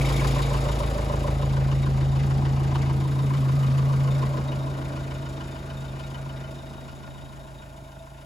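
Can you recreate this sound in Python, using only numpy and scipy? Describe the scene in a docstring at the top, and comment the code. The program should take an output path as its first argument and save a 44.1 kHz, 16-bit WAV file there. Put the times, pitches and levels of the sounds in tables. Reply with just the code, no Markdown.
"""Cold diesel idle, from bonnet to driver's seat

A cold four-cylinder turbodiesel idles outdoors, heard on a walk from the open bonnet into the cabin.
Boom: sines at multiples of the firing rate. Thrum, rattle: filtered impulses at fixed crank angles.
Clatter, a hard-knocking cylinder, injectors, pipes and taps: grains gated by firing, through resonances.
Single knocks and ticks, pipe pings and a faint air hiss are added; most layers grow fainter inside."""
import sys
import numpy as np
from scipy import signal
from scipy.fft import rfft, irfft, next_fast_len
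from scipy.io import wavfile

SR = 44100
rng = np.random.default_rng(int(sys.argv[2]) if len(sys.argv) > 2 else 0)


def bounce(signal):
    """Save signal as a 16-bit WAV file at the path given by the first command-line argument."""
    frames = np.transpose(np.atleast_2d(signal))
    limited = np.clip(frames, -1, 1)
    pcm = np.round(limited * 32767).astype(np.int16)
    wavfile.write(sys.argv[1], SR, pcm)


N = 363825
TIME = np.arange(N) / SR
SIZE = next_fast_len(N + SR // 4)
HZ = np.maximum(np.arange(SIZE // 2 + 1) * SR / SIZE, 1)
SIDES = np.array([[1], [-1]])   # left, right
CYLINDERS = 4   # firings per engine cycle

DOOR_OPEN_S, SILL_S = 3.02, 4.66   # middle of the door's swing, crossing the sill
# cabin resonances: (centre [Hz], width [Hz], lift [dB])
CABIN_MODES = [(650, 30, 4), (1330, 54, -4), (1416, 28, 11.5), (1610, 35, 2.5), (1710, 90, -4),
               (1820, 40, 4.5), (1980, 110, -2.5), (2490, 76, 4.5), (3000, 84, 4)]


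def from_db(db):
    """Decibels to gain."""
    return 10 ** (np.asarray(db) / 20)


def rms_one(x):
    """Scale to unit rms."""
    return x / np.sqrt(np.mean(x ** 2) + 1e-20)


def in_time(rows):
    """Each column of a curve at every sample; end values hold."""
    s, *columns = np.transpose(rows)
    return [np.interp(TIME, s, column) for column in columns]


def over_hz(points):
    """A table over frequency, joined on a log axis."""
    hz, value = np.transpose(points)
    return np.interp(np.log(HZ), np.log(hz), value)


def ramp(start_s, end_s):
    """Linear passage from 0 to 1."""
    return np.clip((TIME - start_s) / (end_s - start_s), 0, 1)


def passing(s, half_s):
    """Gaussian rise to 1 and back around one moment."""
    return np.exp(-((TIME - s) / half_s) ** 2)


def drift(rate_hz):
    """Slow random curve: normal values at rate_hz, joined by lines."""
    return np.interp(TIME * rate_hz, np.arange(2000), rng.standard_normal(2000))


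def band(x, hz, width_hz):
    """One resonance, gain 1 at its top."""
    return signal.lfilter(*signal.iirpeak(hz, hz / width_hz, fs=SR), x)


def colour(x, spectrum):
    """Filter by a smooth gain curve in dB; rms 1."""
    return rms_one(irfft(rfft(x, SIZE) * from_db(over_hz(spectrum)), SIZE)[..., :N])


def resonate(x, modes):
    """Modes in series, each lifting or cutting a narrow band; rms 1."""
    for hz, width_hz, lift_db in modes:
        x = x + (from_db(lift_db) - 1) * band(x, hz, width_hz)
    return rms_one(x)


def sliding(x, curve):
    """A resonance whose pitch and lift follow a curve, pitch stepped block by block."""
    hz, lift_db = in_time(curve)
    q = 8.6
    out, state, size = np.zeros_like(x), np.zeros((2, 2)), 512
    for i in range(0, N, size):
        block = x[:, i:i + size]
        out[:, i:i + size], state = signal.lfilter(*signal.iirpeak(hz[i], q, fs=SR), block, zi=state)
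    return x + (from_db(lift_db) - 1) * out


def blend(outside, cabin, inside):
    """Equal-power passage from the open air into the cabin."""
    inside = np.clip(inside, 0, 1)
    return np.sqrt(1 - inside) * outside + np.sqrt(inside) * cabin


def grains(spread_db, per_s=SR / 3):
    """Two unrelated streams of tiny impacts of uneven size; rms 1."""
    born = rng.random((2, N)) < per_s / SR
    sign = rng.choice([-1, 1], (2, N))
    return rms_one(born * sign * from_db(spread_db * rng.standard_normal((2, N))))


def bursts(turn, start, rise, decay, uneven_db, count):
    """A swell and decay once every count firings, each of its own strength (times in firings); rms 1."""
    number, age = np.divmod(turn - start + CYLINDERS, count)
    strength = from_db(uneven_db * rng.standard_normal(1000))[number.astype(int)]
    return rms_one(strength * (1 - np.exp(-age / rise)) * np.exp(-age / decay))


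def contacts(turn, jitter_s, uneven, count):
    """Valves, pistons and gears touch at the same crank angles every cycle, a little off in time and force."""
    out = np.zeros((2, N))
    cycles = np.arange(turn[-1] // CYLINDERS + 1)[:, None]
    for stream in out:
        angles = CYLINDERS * (cycles + (np.arange(count) + rng.random(count)) / count)
        # the path from each contact to the listener changes slowly along the walk
        path = np.cos(2 * np.pi * rng.random(count) + 0.2185 * cycles * rng.standard_normal(count))
        force = path * (1 + uneven * rng.standard_normal(angles.shape))
        s = np.interp(angles, turn, TIME, right=-1) + jitter_s * rng.standard_normal(angles.shape)
        heard = (s > 0) & (s < TIME[-1])
        stream[(s[heard] * SR).astype(int)] = force[heard]
    return out


def restrike(x, turn, low_hz, high_hz, count):
    """Each firing draws new lifts for a row of resonances, so each stroke has its own colour; rms 1."""
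    colour_db, q = 4.5, 14
    stroke = (turn + .5).astype(int)
    for hz in np.geomspace(low_hz, high_hz, count):
        lift_db = colour_db * rng.uniform(-1, 1, 1000)[stroke]
        x = x + (from_db(lift_db) - 1) * band(x, hz, hz / q)
    return rms_one(x)


def listener():
    """The walk as shares 0-1: way along the wing, engine hidden, door open, depth in the cabin."""
    leave_s, arrive_s = 0.26, 2.6
    shaded_after_s, half_swing_s = 1.49, 0.11
    # leaning in, first value held before: (time [s], depth [1 at the dashboard])
    depth_curve = [(4.15, 0.21), (4.6, 0.36), (5.5, 0.44), (6.4, 0.55), (7.3, 0.78), (8.25, 1)]
    along = ramp(leave_s, arrive_s)
    shaded = ramp(leave_s, leave_s + shaded_after_s)
    opened = ramp(DOOR_OPEN_S - half_swing_s, DOOR_OPEN_S + half_swing_s)
    return along, shaded, opened, in_time(depth_curve)[0]


def strong_orders(along, opened, depth, lag):
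    """(multiple, dB over time) of the booming orders: the lower ones follow the walk and dip at nodes."""
    # lower orders: (multiple of firing rate, base level [dB], loss at door [dB],
    # loss as door opens [dB], loss at dashboard [dB])
    low_orders = [(2, -24.5, 7, 6, 12.4), (2.25, -41, -1, 9, 15), (2.5, -42, -1, 9, 15),
                  (3, -31, -2.5, 5.8, 23.5), (4, -34, 5, 17, 6.8)]
    # quiet spots of standing waves passed: (time [s], half duration [s], multiple that fades, loss [dB])
    nodes = [(.1, 0.52, 3, 21), (1.979, 0.41, 4, 17), (3.15, 0.68, 2, 6), (6.9, 0.29, 4, 21),
             (7.0, .3, 2, 3), (7.48, .1, 3, 6.5)]
    # order five: (time [s], level [dB])
    main_boom = [(0.08, -23.5), (0.55, -26), (0.96, -33.5), (1.62, -23), (2.48, -22), (2.84, -24.5),
                 (3.49, -21), (4.13, -22), (4.83, -32.5), (5.06, -32.5), (5.62, -39), (5.75, -34.5),
                 (6.07, -37.5), (6.35, -35.5), (6.78, -44), (7.25, -44), (7.7, -46), (8.2, -47.5)]
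    orders = []
    for k, db, door_db, open_db, cabin_db in low_orders:
        dips_db = sum(lost_db * passing(s, half_s) for s, half_s, which, lost_db in nodes
                      if round(which * CYLINDERS) == round(k * CYLINDERS))
        level_db = db - door_db * along - open_db * opened - cabin_db * depth ** lag - dips_db
        orders.append((k, level_db))
    return orders + [(5, in_time(main_boom)[0])]


def boom(turn, thrum_db, orders, depth):
    """Sines at multiples of the firing rate; whole multiples crest together once per firing."""
    # weak orders: (multiple of firing rate, level against the thrum [dB])
    weak_orders = [(1, -27), (5.75, -17), (6, -9.5), (7, -15), (7.5, -9.5), (8, -14), (8.5, -11), (9, -14),
                   (12, -13), (13, -18)]
    weak_lost_db = 8   # the cabin rounds off the pulse
    crest_at = 0.273   # firings after the start of each stroke
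    pan_db = -1.5   # left minus right at full depth
    right_lead_rad = 0.084 * depth + passing(s=7.1, half_s=0.38)
    weak = [(k, thrum_db + db - weak_lost_db * depth) for k, db in weak_orders]
    out = 0
    for k, db in orders + weak:
        k = np.round(k * CYLINDERS) / CYLINDERS   # whole waves per engine cycle
        crest = crest_at + CYLINDERS * rng.random() * (k % 1 > 0)
        phase = 2 * np.pi * k * (turn - crest) + 0.32 * drift(15)
        out = out + np.sqrt(2) * from_db(db + 0.7 * drift(9)) * np.exp(1j * phase)
    pair = np.real(out * np.exp(-.5j * right_lead_rad * SIDES))
    return pair * from_db(SIDES * pan_db * depth ** 2 / 2)


def thrum(turn):
    """The low voice of block and panels: crank-angle contacts swelling at each firing."""
    # (frequency [Hz], gain [dB])
    spectrum = [(30, -16), (42, -6), (65, -0.5), (120, -3.5), (165, 0), (225, -1), (290, -1.5), (340, -1.5),
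                (430, -7), (560, -24.5), (800, -61)]
    shake = 0.5 + 0.46 * bursts(turn, start=0.903, rise=0.23, decay=0.42, uneven_db=2.0, count=1)
    return colour(contacts(turn, jitter_s=0.00021, uneven=0.42, count=112) * shake, spectrum)


def rattle(turn, inside):
    """Covers and brackets rattle under the same kind of contacts, in a burst after each firing."""
    # outside and in the cabin: (frequency [Hz], gain [dB])
    open_spectrum = [(300, -24.5), (450, 1), (530, -1.5), (600, 2.5), (680, -2.5), (760, 0), (900, -4),
                     (1050, -5.5), (1250, -4), (1600, -19), (2400, -40.5)]
    cabin_spectrum = [(300, -10.5), (460, -10.5), (640, 2), (750, -9), (870, -4), (1030, -4.5),
                      (1220, -7.5), (1600, -14.5), (2400, -47)]
    shake = 2.0 + 0.81 * bursts(turn, start=0.82, rise=0.21, decay=0.3, uneven_db=1.5, count=1)
    drive = contacts(turn, jitter_s=.00015, uneven=0.29, count=170) * shake
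    cabin = resonate(colour(drive, cabin_spectrum), CABIN_MODES)
    return blend(colour(drive, open_spectrum), cabin, inside)


def block_ring(turn):
    """The hard cylinder, and more weakly the one before it, rings the lowest block mode."""
    force = bursts(turn, start=2.63, rise=0.16, decay=0.22, uneven_db=0.5, count=4)
    before = bursts(turn, start=1.68, rise=.1, decay=0.27, uneven_db=2.0, count=4)
    drive = grains(spread_db=0.5) * (force + from_db(-1.5) * before)
    return rms_one(band(band(drive, hz=1014, width_hz=69), hz=1000, width_hz=380))


def hard_knock(turn):
    """The hard cylinder's combustion: a body, a sharp crack at its start and a second slap."""
    # (frequency [Hz], gain [dB])
    knock_spectrum = [(600, -23), (950, 9), (1300, 4.5), (1700, 0.5), (2300, -4), (3000, -3), (3500, -12),
                      (4700, -7), (7000, -19), (16000, -48)]
    crack_db, slap_db = -4, -9.5   # against the body
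    body = bursts(turn, start=2.57, rise=0.34, decay=0.48, uneven_db=1.5, count=4)
    crack = bursts(turn, start=2.62, rise=0.044, decay=0.11, uneven_db=1.4, count=4)
    slap = bursts(turn, start=2.95, rise=0.032, decay=0.092, uneven_db=0.5, count=4)
    force = body + from_db(crack_db) * crack + from_db(slap_db) * slap
    return colour(grains(spread_db=1.0) * force, knock_spectrum)


def knock_ring(turn):
    """A short metallic sine in each hard knock, strongest in the space behind the steering wheel."""
    ring_hz, ring_db, wheel_db = 3026, -13.5, 10.5
    swell = bursts(turn, start=2.62, rise=.3, decay=0.17, uneven_db=1.0, count=4)
    note = np.sin(2 * np.pi * ring_hz * TIME + [drift(60), drift(60)])
    return from_db(ring_db + wheel_db * passing(s=6.24, half_s=0.39)) * swell * note


def clatter(turn, shaded, inside):
    """Combustion rings the block at each firing; one cylinder knocks harder than the rest."""
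    # (frequency [Hz], gain [dB])
    spectrum = [(600, -39), (950, -6), (1300, -2), (1700, 0.5), (2300, -0.5), (3000, -6), (3500, -9),
                (4700, -6), (7000, -16), (16000, -52)]
    # block resonances: (centre [Hz], width [Hz], lift [dB])
    block_modes = [(1009, 32, 5.5), (1430, 52, 4.5), (1564, 38, 5.5), (2020, 40, 4), (2243, 33, 1.5),
                   (2750, 110, -4), (2870, 93, 6)]
    # knocks harder or softer than usual: (time [s], lift [dB])
    odd_knocks = [(.4, 2.5), (.99, -5.5), (1.28, 1.5), (1.72, 4.5), (2.02, 2.5), (2.17, -1), (2.46, 1.5),
                  (2.61, -5.5), (2.756, 0), (3.05, -7), (3.345, 1.5), (3.79, 3.5), (4.08, 1), (4.23, 1),
                  (4.67, -12), (5.12, 3), (5.41, 4), (5.86, -3), (6.15, 1.5), (6.3, 1.5), (6.6, -8),
                  (7.19, -3.5), (7.48, 0), (7.63, 3.5), (7.78, -3)]
    knock_db = -5 + 1.5 * shaded - 0.5 * inside   # against the steady clatter
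    knock_db = knock_db + sum(db * passing(s, half_s=0.062) for s, db in odd_knocks)
    firing = bursts(turn, start=0.61, rise=0.19, decay=0.37, uneven_db=2.0, count=1)
    steady = colour(grains(spread_db=2.0) * np.sqrt(1 + from_db(0.5) * firing ** 2), spectrum)
    impacts = steady + from_db(knock_db) * hard_knock(turn)
    strokes = restrike(impacts, turn, low_hz=950, high_hz=3410, count=10)
    block = resonate(strokes + from_db(knock_db) * knock_ring(turn), block_modes)
    return blend(block, resonate(block, CABIN_MODES), inside)


def injectors(turn, shaded, inside):
    """A bright spray of ticks at every firing, earlier and grittier over the open engine bay."""
    # (frequency [Hz], gain [dB])
    spectrum = [(1200, -29), (2500, 3), (3700, 4.5), (4200, -2.5), (4900, -1), (6000, -7), (6900, -7.5),
                (8000, -1), (9500, 0), (12000, -7), (16000, -20)]
    # injector resonances: (centre [Hz], width [Hz], lift [dB])
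    modes = [(4800, 230, 1.9), (5320, 67, 3.7), (6170, 120, 4), (6860, 174, 12.6)]
    lead_firings, grit_db, grit_per_s = 0.095, -4, 1300   # at the bonnet
    early = turn + lead_firings * (1 - shaded)
    spray = bursts(early, start=0.4, rise=0.23, decay=0.37, uneven_db=1.5, count=1)
    grit = from_db(grit_db) * (1 - shaded) * grains(spread_db=0.5, per_s=grit_per_s)
    ticks = colour((grains(spread_db=2.0) + grit) * np.sqrt(from_db(-9.5) + spray ** 2), spectrum)
    ticks = restrike(ticks, turn, low_hz=2400, high_hz=7080, count=9)
    return resonate(ticks, modes) * from_db(1.0 - 0.76 * inside)


def pipes(turn, pipe_db):
    """Each injection sets three fuel-pipe modes ringing, two of them close in pitch."""
    # (centre [Hz], width [Hz], level [dB])
    modes = [(3660, 30, -1), (3760, 47, -0.5), (5420, 42, -10)]
    force = from_db(pipe_db) * bursts(turn, start=0.44, rise=0.18, decay=0.5, uneven_db=3.0, count=1)
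    drive = grains(spread_db=3.0)
    scale = np.std(band(drive, *modes[0][:2]))   # first mode under steady drive
    return sum(from_db(db) * band(drive * force, hz, width_hz) for hz, width_hz, db in modes) / scale


def taps(turn):
    """A hard metallic tick just before each firing: gated grains in one resonance, soon faded out."""
    start_db, fade_db_per_s, hz = -39.5, -32, 2245
    force = bursts(turn, start=0.24, rise=0.059, decay=0.16, uneven_db=3.0, count=1)
    narrow = band(grains(spread_db=1.0) * force, hz, width_hz=220)
    ring = rms_one(band(narrow, hz, width_hz=1400))
    return from_db(start_db + fade_db_per_s * TIME) * ring


def air_hiss():
    """Faint hiss of the air: filtered noise."""
    # (frequency [Hz], gain [dB])
    spectrum = [(30, 14.5), (200, 11), (1000, -12), (4000, -10.5), (10000, -3), (16000, -16)]
    return from_db(-59.5) * colour(rng.standard_normal((2, N)), spectrum)


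def single_knocks():
    """A few knocks and ticks: resonant noise with a sudden start and exponential decay."""
    # two hard engine knocks with small ticks beside them, a soft release, a last tick:
    # (time [s], starting level [dB], centre [Hz], width [Hz])
    knock_rows = [(0.246, -29.5, 1380, 1100), (0.272, -37.5, 5470, 6000), (0.392, -33, 1550, 700),
                  (0.423, -36.5, 3700, 1400), (2.756, -25, 1100, 400), (2.758, -35.5, 2400, 2400),
                  (2.811, -41, 2350, 705), (2.819, -42.5, 4000, 6000), (3.722, -48, 4000, 6000)]
    decay_s = 0.009
    noise = rng.standard_normal((2, N))
    out = 0
    for s, db, hz, width_hz in knock_rows:
        blow = from_db(db) * (TIME >= s) * np.exp(-np.abs(TIME - s) / decay_s)
        out = out + blow * rms_one(band(band(noise, hz, width_hz), hz, width_hz))
    return out


def pings():
    """Now and then, and in short runs, a fuel pipe rings out: a decaying sine."""
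    # (time [s], level before the swell [dB], pitch [Hz])
    ping_rows = [(0.4207, -40, 3760), (1.4227, -44, 3760), (1.8272, -39, 3760), (3.2251, -43, 3760),
                 (4.1061, -39, 3610), (4.48, -37.5, 3760), (4.594, -45, 3680), (5.1442, -46, 3650),
                 (5.2554, -46, 3670), (5.3617, -49, 3650), (5.5124, -45, 3640), (5.5862, -48, 3700),
                 (5.697, -45, 3770), (5.7683, -44, 3650), (5.8815, -44, 3650), (6.0377, -43, 3750),
                 (6.3709, -54, 3750), (6.5514, -50, 3780), (6.6664, -47, 3770), (6.776, -47, 3760),
                 (6.8124, -48, 3770), (7.0638, -54, 3700), (7.1013, -49, 3750), (7.1432, -48, 3760),
                 (7.2174, -50, 3760), (7.2484, -48, 3760), (7.2864, -51, 3660), (7.5443, -50, 3760),
                 (7.5857, -48, 3770), (7.9882, -53, 3660)]
    rise_s, decay_s = 0.0032, .018
    out, age = np.zeros((2, N + SR)), TIME[:SR // 8]
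    swell = (1 - np.exp(-age / rise_s)) * np.exp(-age / decay_s)
    for s, db, hz in ping_rows:
        start = int(s * SR)
        tone = np.sin(2 * np.pi * (hz * age + rng.random()))
        out[0, start:start + len(age)] += from_db(db) * swell * tone   # stream 0 feeds both sides alike
    return out[:, :N]


def surroundings(field, along, shaded, opened, depth, inside):
    """Each place on the walk adds its resonances while near; four more slide with the walk and door."""
    # fixed colours of places: (centre [Hz], width [Hz], lift [dB])
    bonnet_echo = [(2300, 400, 3.5), (263, 90, 4.5), (480, 60, 4.5), (4940, 2300, 2.5), (12000, 5000, 2)]
    wing_echo = [(700, 91, -0.5), (1030, 370, 3)]
    door_echo = [(780, 270, 4), (560, 48, -3), (220, 50, 4)]
    doorway_echo = [(810, 270, -1), (343, 61, -3), (490, 56, 3.5), (14000, 4000, 5)]
    sill_echo = [(463, 60, -2), (576, 130, 4.5), (1080, 150, 2)]
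    dashboard_echo = [(363, 140, -5), (470, 100, -2.5), (660, 36, 6), (850, 97, 5), (1210, 190, -7.5),
                      (4300, 700, -4)]
    # sliding resonances: (time [s], centre [Hz], lift [dB])
    wing_resonance = [(0, 620, -1), (.25, 610, 2), (.8, 579, 5.5), (1.25, 570, 7.5), (1.5, 565, 1.5)]
    gap_resonance = [(1.6, 403, 1.9), (2.298, 367, 4), (2.9, 335, 5.5), (3.3, 280, 5.3), (3.6, 224, 7.2),
                     (4.2, 214, 2.4), (4.8, 304, 6.3), (5.6, 295, 0.5)]
    door_resonance = [(2.4, 950, 0.5), (2.8, 1000, 3), (3.2, 1030, 6), (3.6, 1200, 6.5), (3.95, 1090, 6),
                      (4.3, 1030, 5), (5.2, 1030, -1)]
    door_notch = [(1.5, 543, 2), (2.2, 533, 2), (3.1, 544, -7), (3.45, 434, -7), (3.85, 380, -16),
                  (4.15, 376, 1.5)]
    places = [(bonnet_echo, (1 - shaded) ** 3), (wing_echo, passing(s=0.69, half_s=0.62)),
              (door_echo, along ** 2 * (1 - opened)), (doorway_echo, opened * (1 - inside)),
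              (sill_echo, passing(SILL_S, half_s=0.64)), (dashboard_echo, depth ** 2)]
    for echo, near in places:
        for hz, width_hz, lift_db in echo:
            field = field + (from_db(lift_db * near) - 1) * band(field, hz, width_hz)
    for curve in (wing_resonance, gap_resonance, door_resonance, door_notch):
        field = sliding(field, curve)
    return field


def ports(field, bass):
    """Two unrelated streams become left and right, partly alike; the bass joins as its own pair."""
    # (frequency [Hz], likeness of the sides [0-1, clipped])
    likeness = [(60, 1.1), (400, 0.9), (800, 0.84), (1200, 0.5), (1650, 0.3), (2400, 0.76), (4500, 0.73),
                (5700, 0.5), (6500, 1.06)]
    # (frequency [Hz], phase by which left leads [rad])
    lead = [(60, -0.097), (150, -.3), (400, 0.46), (650, 0.92), (1400, 2.2), (1900, 0.2), (3100, 1.1),
            (4200, -0.03), (6400, 0)]
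    # (frequency [Hz], left minus right [dB])
    balance = [(300, .2), (580, -1.6), (900, 2), (1400, 1.2), (1800, 2.6), (5500, 2.8), (6500, 0)]
    shared, apart = rfft(field, SIZE)
    alike = np.clip(over_hz(likeness), 0, 1)
    pair = np.sqrt((1 + alike) / 2) * shared + SIDES * np.sqrt((1 - alike) / 2) * apart
    pair = pair + rfft(bass, SIZE)
    pair = pair * from_db(SIDES * over_hz(balance) / 2) * np.exp(.5j * SIDES * over_hz(lead))
    return irfft(pair, SIZE)[:, :N]


def scene():
    """One crankshaft drives every engine layer; one walk shapes their levels."""
    # engine speed: (time [s], firing rate [1/s])
    firing_rate = [(0.0, 27.148), (1.1, 27.262), (1.6, 27.139), (3.0, 27.124), (3.6, 27.094), (5.0, 27.064),
                   (6.5, 27.07), (8.25, 27.039)]
    # layer levels: (base [dB], loss behind wing [dB], gain as door opens [dB], loss at dashboard [dB])
    thrum_levels = (-32.3, 0.7, 0.3, 20)
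    rattle_levels = (-32.4, 6, -1.5, 11.5)
    clatter_levels = (-37.7, 4.0, -1.8, 15.5)
    injector_levels = (-40.2, 8.7, 0.7, 14)
    thrum_lag, treble_lag = 1.064, 0.75   # powers of depth: bass is lost later, ticks sooner
    hollow_at_depth = 0.35   # how soon the cabin's ring takes over

    turn = np.cumsum(in_time(firing_rate)[0]) / SR   # firings so far
    along, shaded, opened, depth = listener()
    inside = np.tanh(depth / hollow_at_depth) * ramp(DOOR_OPEN_S, SILL_S) ** 2

    def level(levels, lag):
        """Layer level in dB over the walk."""
        db, wing_db, open_db, cabin_db = levels
        return db - wing_db * shaded + open_db * opened - cabin_db * depth ** lag

    thrum_db = level(thrum_levels, thrum_lag)
    injector_db = level(injector_levels, treble_lag)
    rattling = rattle(turn, inside) + from_db(-6.5 - 4 * inside) * block_ring(turn)
    field = from_db(thrum_db) * thrum(turn)
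    field = field + from_db(level(rattle_levels, 1)) * rattling
    field = field + from_db(level(clatter_levels, 1)) * clatter(turn, shaded, inside)
    field = field + from_db(injector_db) * injectors(turn, shaded, inside)
    field = field + pipes(turn, injector_db - 9.5 + 1.5 * inside) + taps(turn) + pings()
    field = surroundings(field, along, shaded, opened, depth, inside)
    bass = boom(turn, thrum_db, strong_orders(along, opened, depth, thrum_lag), depth)
    return ports(field + air_hiss() + single_knocks(), bass)


def record(dry):
    """Widen the treble by turning the right channel's phase in half-turn steps, then cut the top."""
    cutoff_hz = 15900
    start_hz, step_hz, slope_hz = 7550, 2050, 900
    step, within_hz = np.divmod(np.maximum(HZ - start_hz, 0), step_hz)
    half_turns = step + np.minimum(within_hz / slope_hz, 1)
    right = irfft(rfft(dry[1], SIZE) * np.exp(1j * np.pi * half_turns), SIZE)[:N]
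    low_pass = signal.ellip(12, .1, 80, cutoff_hz, fs=SR, output="sos")
    return signal.sosfilt(low_pass, [dry[0], right])


dry = scene()
out = record(dry)
bounce(out)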